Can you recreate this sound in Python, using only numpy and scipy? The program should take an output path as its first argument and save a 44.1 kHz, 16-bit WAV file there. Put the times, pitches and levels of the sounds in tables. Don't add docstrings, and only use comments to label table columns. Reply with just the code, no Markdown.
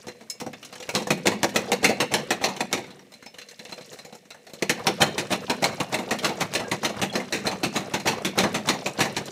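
import sys
import numpy as np
from scipy import signal
from scipy.fft import rfft, irfft, next_fast_len
from scipy.io import wavfile

SR = 44100
rng = np.random.default_rng(int(sys.argv[2]) if len(sys.argv) > 2 else 0)


def log_audio(samples):
    frames = np.atleast_2d(samples).T
    limited = np.clip(frames, -1, 1)
    pcm = np.round(limited * 32767).astype(np.int16)
    wavfile.write(sys.argv[1], SR, pcm)


N = 410571
T = np.arange(SR // 2) / SR

# freq_hz, density_db
FLAME_SPECTRUM = [(25, -34), (75, -19), (115, -5.5), (200, 10.5), (300, -4), (420, -34), (600, 4),
                  (1300, -35), (1800, -2), (4200, -11), (8000, -15), (15500, -24)]
# start_s, rumble_db (pan on grate), rustle_db (rolling kernels)
SLIDING_LEVELS = [(0, -53, -52.5), (.39, -60, -64), (.6, -59, -53), (.93, -50, -50), (1.3, -46, -51),
                  (1.659, -33.5, -41.5), (1.94, -37.5, -46), (2.6, -39.5, -45.5), (2.8, -49, -52),
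                  (3.1, -59.5, -65), (3.6, -55.5, -53), (3.95, -51, -45.5), (4.3, -63, -70),
                  (4.55, -52, -52.5), (4.8, -35, -42.5), (5.6, -36.5, -42), (7.498, -37, -44.5),
                  (9.31, -37, -40.5)]
# freq_hz, density_db
RUMBLE_SPECTRUM = [(25, -32), (70, -11), (120, 4), (200, 3), (350, -16), (520, 2), (750, -7), (1200, -3),
                   (2500, -15), (8000, -39)]
# freq_hz, density_db
RUSTLE_SPECTRUM = [(300, -39), (1000, -12), (1500, -2), (2300, -3.5), (3200, 2), (4100, -1.5), (4900, 6.5),
                   (6500, -0.5), (9500, -6.5), (15500, -16)]
# offset_s (from a strike), gain_db
STROKE_SWING = [(-.075, 2.5), (-.045, -3.5), (-.005, 4), (.04, 0.5), (.07, -6), (.11, -2)]
# start_s, crack_db (peak), puff_db, snap_db, fizz_db, pitch_hz (of the snap), ping_db
KERNELS = [(0.069, -21, -34, -43, -47, 5240, 7), (0.0826, -34, -36, -36.5, -43.5, 2060, 6),
           (0.2089, -37, -42.5, -47.5, -55, 1700, -2), (0.2987, -32, -57, -44, -27.5, 5270, 15),
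           (0.4008, -22, -40, -34.5, -37, 5570, 0), (0.4132, -12, -28.5, -47, -45, 2730, 2),
           (0.4636, -29, -27, -43, -44, 5720, 2), (0.5322, -20, -40, -35, -54, 1690, -9),
           (0.628, -23, -57.5, -37, -49, 2930, 0), (0.6485, -32, -54, -43, -40, 5630, 0),
           (0.7264, -31, -38.5, -40, -46, 3040, 0), (0.7545, -26, -42, -39, -44, 1700, 0),
           (0.8012, -30, -39, -39, -41, 5750, 0), (0.825, -28, -43, -34.5, -44, 2700, -3),
           (0.8903, -21, -29, -26, -33, 2180, -8), (1.021, -21, -38, -40, -40, 5720, -2),
           (1.07, -26, -25, -36, -35, 1850, 0), (1.1744, -31, -33, -48, -47, 2760, 7),
           (1.4915, -24, -42, -36, -41, 3620, -5), (2.564, -28, -39, -33.5, -40.5, 3620, -4),
           (2.8393, -33, -47, -41, -63, 2020, -8), (2.905, -37, -52, -43, -55, 3940, 2),
           (2.9926, -40, -52, -47, -55, 5590, -7), (3.1193, -38, -47, -48, -51, 3970, 0),
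           (3.138, -35, -57, -45.5, -51, 4130, 7), (3.225, -41, -47, -45.5, -54, 1730, 10),
           (3.2614, -27, -41.5, -40, -49, 5150, 0), (3.3418, -31, -47, -43, -54, 2940, -4),
           (3.3843, -28, -47, -36, -44.5, 2450, 0), (3.4147, -30, -57, -39.5, -50, 4110, -3),
           (3.487, -32, -57, -44, -47, 4160, 9), (3.511, -31, -55, -45, -47, 1760, 2),
           (3.5927, -22, -41, -36, -48, 4100, -10), (3.6518, -18, -46, -38, -54, 3670, 0),
           (3.6928, -33, -43.5, -42, -51, 4090, -4), (3.7217, -31, -37, -35, -46, 4110, 8),
           (3.7784, -35, -40, -43, -54, 1680, 2), (3.8088, -36, -41, -43, -54, 4000, 6),
           (3.93, -30, -43.5, -44.5, -43, 4080, 0), (3.9883, -29, -48, -40.5, -47, 4100, 7.5),
           (4.049, -33, -41.5, -44.5, -45, 2320, 6), (4.1253, -37, -39, -45, -52, 3880, 2),
           (4.1505, -31, -45, -49, -46, 7050, 0), (4.305, -24, -45.5, -37, -46.5, 4000, 3),
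           (4.3448, -39, -44.5, -48, -54, 1690, 0), (4.4674, -35, -45, -43.5, -51, 4270, -2),
           (4.4967, -35, -47, -49, -55, 3650, 3), (4.5343, -32, -38.5, -42.5, -41.5, 4080, 3),
           (6.1874, -15, -55, -27.5, -38, 3000, -2), (6.538, -1, -38, -42, -30, 4160, 2),
           (7.999, -22, -38, -34, -40, 4150, 2), (9.2564, -35.5, -43, -46, -39, 4080, -5)]
# freq_hz (nominal), level_db, t60_s
LID_RESONANCES = [(1712, -21, .12), (2121, -19, .12), (2225, -16, .22), (2745, -19, .26), (4102, -9, .13),
                  (4382, -20, .12), (5274, -8, .1), (5744, -18, .09), (6250, -17, .14), (7005, -16, .09),
                  (7706, -16, .09), (8210, -18, .08)]
# start_s, pitch_hz, level_db, t60_s
CLINK_NOTES = [(0.300, 5250, -28, 0.16), (0.300, 2250, -48, 0.27), (3.263, 5275, -40, 0.18),
               (3.417, 2730, -48, 0.27), (6.646, 1623, -35.5, 0.21), (7.098, 3330, -26, 0.08),
               (7.127, 4230, -33, 0.079), (7.147, 5020, -28, 0.066), (7.201, 2090, -24, 0.038),
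               (8.69, 4140, -16, 0.058)]
# start_s, crack_db (peak), thud_db, clunk_db,
# metal_db, rattle_t60_s (scaled for each band), clang_hz (strongest), skid_db, skid_lead_s, rebound_db
PUSH_BLOWS = [(0.951, -6, -25.5, -25, -23.5, 0.18, 4200, -34, 0.015, -32.5),
              (1.2704, -1, -22, -22.5, -20, 0.084, 2490, -22.5, 0.016, -26),
              (1.559, -14, -25.5, -23, -20, 0.11, 2520, -36, .019, -35),
              (1.844, -12, -24, -22, -15, 0.14, 2260, -24.5, 0.017, -19.5),
              (2.139, -7.5, -27, -22, -20.5, 0.16, 4150, -28.5, 0.025, -31.5),
              (2.4396, -21, -33.5, -19.5, -20.5, .14, 4350, -30.5, 0.027, -28),
              (2.7288, -8.5, -27.5, -26, -24, 0.16, 2370, -40, .018, -30.5),
              (5.0181, -8, -23, -15.5, -15.5, 0.092, 1880, -20.5, .015, -29.5),
              (5.323, -23, -28, -26, -24.5, 0.13, 4330, -23, .019, -47),
              (5.641, -12, -32, -21, -21, 0.12, 2520, -23, 0.021, -34),
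              (5.9414, -26, -31, -24, -24.5, 0.084, 2560, -29, 0.019, -27),
              (6.2445, -29, -31, -22.5, -21, 0.16, 4100, -30.5, .02, -26),
              (6.55, -20, -29, -28, -23, 0.15, 4130, -46, 0.022, -27),
              (6.8473, -25, -27.5, -28, -23, 0.12, 4250, -25.5, 0.018, -29.5),
              (7.1544, -22, -25.5, -24.5, -27.5, 0.15, 1790, -35.5, 0.022, -32),
              (7.4677, -30, -29, -21.5, -24.5, 0.12, 4250, -35.5, 0.016, -27),
              (7.7595, -25, -25.5, -28, -24.5, 0.16, 4110, -32.5, .017, -33.5),
              (8.073, -20, -27, -21.5, -20.5, 0.19, 4600, -24.5, .018, -28),
              (8.3882, -5, -25.5, -22.5, -21.5, .2, 3120, -20.5, .014, -19),
              (8.6877, -18, -24, -22.5, -20, 0.14, 4230, -26, 0.018, -28),
              (9.006, -13, -22, -25, -20, 0.18, 2100, -24, 0.021, -26)]
# start_s,
# crack_db (peak), thud_db, clunk_db, metal_db, rattle_t60_s (scaled for each band),
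# clang_hz (strongest), second_contact_db (re the first)
CLEAN_BLOWS = [(1.1048, -12.5, -21, -22, -22.5, 0.084, 2170, -7.5),
               (1.4311, -10.5, -24, -21.5, -25, 0.061, 2000, -1.5),
               (1.718, -11, -27.5, -20, -24.5, 0.076, 2230, -3.5),
               (2.0019, -21, -25, -23.5, -21, 0.12, 2680, -8.5),
               (2.3056, -13, -26.5, -20.5, -22, .12, 1780, -10),
               (2.6057, -23, -27.5, -22.5, -26, 0.065, 2400, -24),
               (4.6233, -21, -25.5, -24.5, -26, .06, 2140, -20),
               (4.6948, -13, -26, -26, -19.5, .11, 2070, -15),
               (4.8689, -7.5, -21.5, -18, -20.5, 0.12, 2200, -25),
               (5.18, -19, -30, -31, -25, 0.11, 1910, -7),
               (5.4975, -22, -23.5, -21, -24, .095, 2360, -10.5),
               (5.8011, -25, -26.5, -24, -28, 0.091, 2750, -13),
               (6.1086, -20, -25, -24, -25, 0.17, 2040, -17),
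               (6.408, -14, -26.5, -24.5, -27, 0.095, 1970, -4),
               (6.7142, -21, -26.5, -26, -25.5, .12, 2070, -11),
               (7.0156, -26, -25, -25.5, -25, 0.15, 2660, -4),
               (7.3247, -14.5, -26.5, -31, -25, 0.28, 1970, -13.5),
               (7.6324, -37, -22, -29, -25, .13, 2550, -3.5),
               (7.937, -25, -23.5, -25, -25.5, 0.13, 2010, -8),
               (8.2479, -16, -26, -35, -24, 0.16, 3540, -10.5),
               (8.544, -20, -26.5, -25.5, -26, 0.16, 1980, -9),
               (8.8604, -18, -30, -25, -27.5, 0.11, 2520, -9),
               (9.166, -19, -29.5, -28, -27.5, 0.088, 1880, -7)]
# freq_hz (nominal), level_db, t60_s
PAN_RESONANCES = [(192, -15, .35), (214, -15, .25), (237, -14, .2), (326, -14, .25), (385, -13, .2),
                  (665, -18, .15), (942, -18, .16), (1905, -14, .08), (2240, -18, .13), (2525, -15, .09),
                  (2745, -21, .2), (2970, -17, .12), (3284, -22, .16), (3635, -16, .09), (4103, -14, .14),
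                  (4145, -16, .09), (4390, -17, .14), (4933, -21, .12), (5278, -21, .12), (5910, -18, .08),
                  (6460, -19, .09)]
# freq_hz, density_db
PAN_SPECTRUM = [(25, -54), (75, -37), (110, -5.5), (200, 4), (480, -0.5), (760, 1.5), (1100, -5),
                (1550, -9), (1950, -6), (2600, -7), (4900, -9.5), (6300, -9), (9000, -17), (15500, -27.5)]
BAND_EDGES = (400, 1300, 5000)
# freq_hz, width_hz, gain_db
BODY_RESPONSE = [(226.5, 23, 1.5), (245, 8.9, -1.5), (356, 10, 3), (532, 20, -10.5), (1360, 250, -1),
                 (1670, 39, 0.5), (2520, 47, 2), (3260, 320, -4.5), (4110, 54, 4), (4880, 750, -5.5),
                 (6120, 71, 1.5)]
# start_s, gain (linear)
HOLLOW_GAIN = [(0, 2.2), (1.6, 2.2), (2.6, 0.09), (3.8, 2.8), (5.2, 0.34), (7, 0.033), (9.3, 0.09)]

FAINT_POPS_PER_S, FAINT_POP_DB, FAINT_SPREAD_DB = 2.8, -55.5, 0.5
REBOUND_CLANG_HZ = 2000
REBOUND_S, SECOND_CONTACT_S = 0.046, 0.012
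PAUSE_DB, PAUSE_LEAD_S, PAUSE_WIDTH_S = -3.5, 0.011, 0.017


def amp(db):
    return 10 ** (np.asarray(db) / 20)


def unit(x):
    return x / np.sqrt(np.mean(x ** 2) + 1e-20)


def unit_onset(x, size=1100):
    return x / np.sqrt(np.mean(x[:size] ** 2) + 1e-20)


def decay(t60):
    return np.exp(-np.log(1000) * T / t60)


def add(mix, start_s, sound):
    part = mix[round(start_s * SR):][:len(sound)]
    part += sound[:len(part)]


def colour(x, spectrum):
    hz, db = np.transpose(spectrum)
    size = next_fast_len(len(x))
    f = np.fft.rfftfreq(size, 1 / SR)
    gain = amp(np.interp(np.log(f + 1), np.log(hz), db))
    return irfft(rfft(x, size) * gain, size)[:len(x)]


def flutter(size, hz, depth_db):
    at = np.arange(size) * hz / SR
    return amp(depth_db * np.interp(at, np.arange(size // 8), rng.standard_normal(size // 8)))


def resonance(x, hz, width):
    return signal.lfilter(*signal.iirpeak(hz, hz / width, fs=SR), x)


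def burner(level_db=-60):
    return amp(level_db) * unit(colour(rng.standard_normal(N), FLAME_SPECTRUM))


def tumble(low_hz, high_hz, per_s, t60, breadth, spread_db, count=32):
    out = np.zeros(N)
    candidates = 300
    probability = per_s * N / SR / (count * candidates)
    for hz in np.geomspace(low_hz, high_hz, count):
        width = breadth * hz
        noise = rng.standard_normal(len(T)) * decay(t60)
        touch = resonance(resonance(noise, hz, width), hz, width)
        touch = unit(touch[:SR // 12])
        for when, chance, size in rng.random((candidates, 3)):
            if chance < probability:
                gain = amp(-spread_db * np.log(size + 0.064))
                add(out, when * N / SR, gain * touch)
    return unit(out)


def sliding(rumble_db=-4.5, bumps_db=-2.5, rustle_db=-10, ticks_db=-3.5):
    start_s, pan_db, kernels_db = np.transpose(SLIDING_LEVELS)
    t = np.arange(N) / SR
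    grind = colour(rng.standard_normal(N), RUMBLE_SPECTRUM) * flutter(N, 70, 6.8)
    bumps = tumble(373, 788, per_s=110, t60=0.017, breadth=0.29, spread_db=1.0)
    hiss = colour(rng.standard_normal(N), RUSTLE_SPECTRUM) * flutter(N, 150, 0.56)
    ticks = tumble(1520, 13300, per_s=150, t60=0.028, breadth=0.58, spread_db=4.0)
    ticks = unit(colour(ticks, RUSTLE_SPECTRUM))
    rumble = amp(rumble_db) * unit(grind) + amp(bumps_db) * bumps
    rustle = amp(rustle_db) * unit(hiss) + amp(ticks_db) * ticks
    return amp(np.interp(t, start_s, pan_db)) * rumble + amp(np.interp(t, start_s, kernels_db)) * rustle


def strokes():
    t = np.arange(N) / SR
    swing_db, pauses = np.zeros(N), np.zeros(N)
    for start_s, *_ in PUSH_BLOWS + CLEAN_BLOWS:
        swing_db += np.interp(t - start_s, *np.transpose(STROKE_SWING), left=0, right=0)
    for start_s, *_ in CLEAN_BLOWS:
        pauses += np.exp(-((t - start_s + PAUSE_LEAD_S) / PAUSE_WIDTH_S) ** 2)
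    return amp(swing_db + PAUSE_DB * pauses)


def split(x):
    f = np.fft.rfftfreq(len(x), 1 / SR)
    below = [1 / (1 + (f / edge) ** 6) for edge in BAND_EDGES]
    weights = np.diff([0 * f, *below, 0 * f + 1], axis=0)
    return irfft(weights * rfft(x), len(x))


def pan_bands(hz=2500, focus_db=0, ripple_db=3.5, width_hz=220):
    f = np.fft.rfftfreq(len(T), 1 / SR)
    ripple = ripple_db * np.interp(f / width_hz, np.arange(200), rng.standard_normal(200))
    spot = amp(ripple + focus_db / (1 + ((f - hz) / width_hz) ** 2))
    noise = irfft(spot * rfft(rng.standard_normal(len(T))), len(T))
    return split(colour(noise, PAN_SPECTRUM))


def burst(band, rise, t60, chatter, contacts_per_s=260, contact_t60=0.022, first_contact=0.5):
    chance, size = rng.random((2, len(T)))
    contacts = (chance < contacts_per_s / SR) * size ** 2 + first_contact * (T == 0)
    rebounds = unit(signal.oaconvolve(contacts, decay(contact_t60))[:len(T)])
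    envelope = (1 - np.exp(-T / rise)) * decay(t60)
    return unit_onset(band * envelope * (1 - chatter + chatter * rebounds))


def crack(bands, t60):
    snap = (bands[1] / 2 + bands[2] + 1.35 * bands[3]) * decay(t60)
    return snap / abs(snap).max()


def ring(modes, band_db, spread_db, detune=0.0065):
    out = np.zeros(len(T))
    for hz, db, t60 in modes:
        strength = amp(db + band_db[np.searchsorted(BAND_EDGES, hz)] + spread_db * rng.standard_normal())
        pitch = hz + detune * np.sqrt(1000 * hz) * rng.standard_normal()
        out += strength * decay(t60) * np.sin(2 * np.pi * (pitch * T + rng.random()))
    return out


def pop(peak, puff, snap, fizz, hz, ping, crack_db=-6, puff_db=-6, snap_db=-7, fizz_db=-6,
        ring_db=-5, favour_db=4, top_ring_db=-7, favour_width_hz=250):
    t60 = 0.087
    bands = pan_bands(hz, focus_db=8)
    sound = amp(peak + crack_db) * crack(bands, t60=0.00057)
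    sound += amp(puff + puff_db) * burst(bands[0] + bands[1], rise=0.00074, t60=1.06 * t60, chatter=0.27)
    sound += amp(snap + snap_db) * burst(bands[2], rise=0.0014, t60=t60, chatter=0.18)
    sound += amp(fizz + fizz_db) * burst(bands[3], rise=0.00052, t60=t60, chatter=0.23)
    modes = [(f, db + favour_db / (1 + ((f - hz) / favour_width_hz) ** 2), mode_t60)
             for f, db, mode_t60 in LID_RESONANCES]
    return sound + amp(ping + ring_db) * ring(modes, (puff, puff, snap, snap + top_ring_db), spread_db=2.0)


def pops(faint_crack_db=10, faint_fizz_db=-4, faint_ping_db=-2):
    out = np.zeros(N)
    for start_s, *kernel in KERNELS:
        add(out, start_s, pop(*kernel))
    for when, spot in rng.random((round(FAINT_POPS_PER_S * N / SR), 2)):
        db = FAINT_POP_DB + FAINT_SPREAD_DB * rng.standard_normal()
        hz = LID_RESONANCES[int(spot * len(LID_RESONANCES))][0]
        kernel = pop(db + faint_crack_db, db, db, db + faint_fizz_db, hz, faint_ping_db)
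        add(out, when * N / SR, kernel)
    return out


def clinks():
    out = np.zeros(N)
    for start_s, hz, db, t60 in CLINK_NOTES:
        envelope = decay(t60) * (1 - np.exp(-T / 0.00056))
        add(out, start_s, amp(db) * np.sin(2 * np.pi * hz * T) * envelope)
    return out


def skid(thud_db=-7, clunk_db=-4.5, scrape_db=-8.5, fizz_db=-14.5, rise_s=0.0097):
    levels = (thud_db, clunk_db, scrape_db, fizz_db)
    return sum(amp(db) * burst(band, rise=rise_s, t60=0.12, chatter=0.48)
               for band, db in zip(pan_bands(), levels))


def strike(peak, thud, clunk, metal, t60, hz, crack_db=1, thud_db=-5, clunk_db=-6.0, clang_db=-2.5,
           fizz_db=-10.5, ring_db=0, low_db=0.5):
    bands = pan_bands(hz, focus_db=4.0)
    sound = amp(peak + crack_db) * crack(bands, t60=0.0063)
    sound += amp(thud + thud_db) * burst(bands[0], rise=0.0017, t60=1.24 * t60, chatter=0.29)
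    sound += amp(clunk + clunk_db) * burst(bands[1], rise=0.0069, t60=0.91 * t60, chatter=0.13)
    sound += amp(metal + clang_db) * burst(bands[2], rise=0.0014, t60=0.84 * t60, chatter=0.19)
    sound += amp(metal + fizz_db) * burst(bands[3], rise=0.0039, t60=0.66 * t60, chatter=0.25)
    mode_levels = (thud + low_db, clunk + low_db, metal, metal)
    return sound + amp(ring_db) * ring(PAN_RESONANCES, mode_levels, spread_db=2.0)


def rebound(crack_db=-3, thud_db=-4, clunk_db=0, metal_db=-8, t60=0.16):
    return strike(crack_db, thud_db, clunk_db, metal_db, t60, REBOUND_CLANG_HZ)


def pushes():
    out = np.zeros(N)
    for start_s, *blow, skid_db, skid_lead_s, rebound_db in PUSH_BLOWS:
        add(out, start_s - skid_lead_s, amp(skid_db) * skid())
        add(out, start_s, strike(*blow))
        add(out, start_s + REBOUND_S, amp(rebound_db) * rebound())
    return out


def clean_strikes():
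    out = np.zeros(N)
    for start_s, *blow, second_contact_db in CLEAN_BLOWS:
        add(out, start_s, strike(*blow))
        add(out, start_s + SECOND_CONTACT_S, amp(second_contact_db) * strike(*blow))
    return out


def kitchen(x, low_db=-7, mid_db=-9, high_db=-13, top_db=-15):
    bands = split(rng.standard_normal(len(T)))
    tail = np.zeros(len(T))
    for band, db, t60 in zip(bands, (low_db, mid_db, high_db, top_db), (1.0, 0.083, 0.54, 0.19)):
        fade = decay(t60) * (1 - np.exp(-(T / 0.0088) ** 2))
        tail += amp(db) * band * fade / np.linalg.norm(fade)
    return signal.oaconvolve(x, tail)[:N]


def lidded_pan(x, air_hz=490, air_width_hz=32):
    for hz, width, db in BODY_RESPONSE:
        x = x + (amp(db) - 1) * resonance(x, hz, width)
    hollow = np.interp(np.arange(N) / SR, *np.transpose(HOLLOW_GAIN))
    return x + hollow * resonance(x, air_hz, air_width_hz)


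def scene():
    hits = pushes() + clean_strikes() + pops() + clinks()
    steady = strokes() * sliding() + burner()
    return lidded_pan(hits + kitchen(hits) + steady)[None]


def record(dry, low_cut_hz=65, cut_off_hz=15600):
    thin = signal.sosfilt(signal.butter(2, low_cut_hz, "high", fs=SR, output="sos"), dry)
    rounded = thin / (1 + (thin / 0.7) ** 4) ** 0.25
    low_pass = signal.firwin(401, cut_off_hz, window=("kaiser", 8), fs=SR)
    return signal.oaconvolve(rounded, low_pass[None], "same")


dry = scene()
out = record(dry)
log_audio(out)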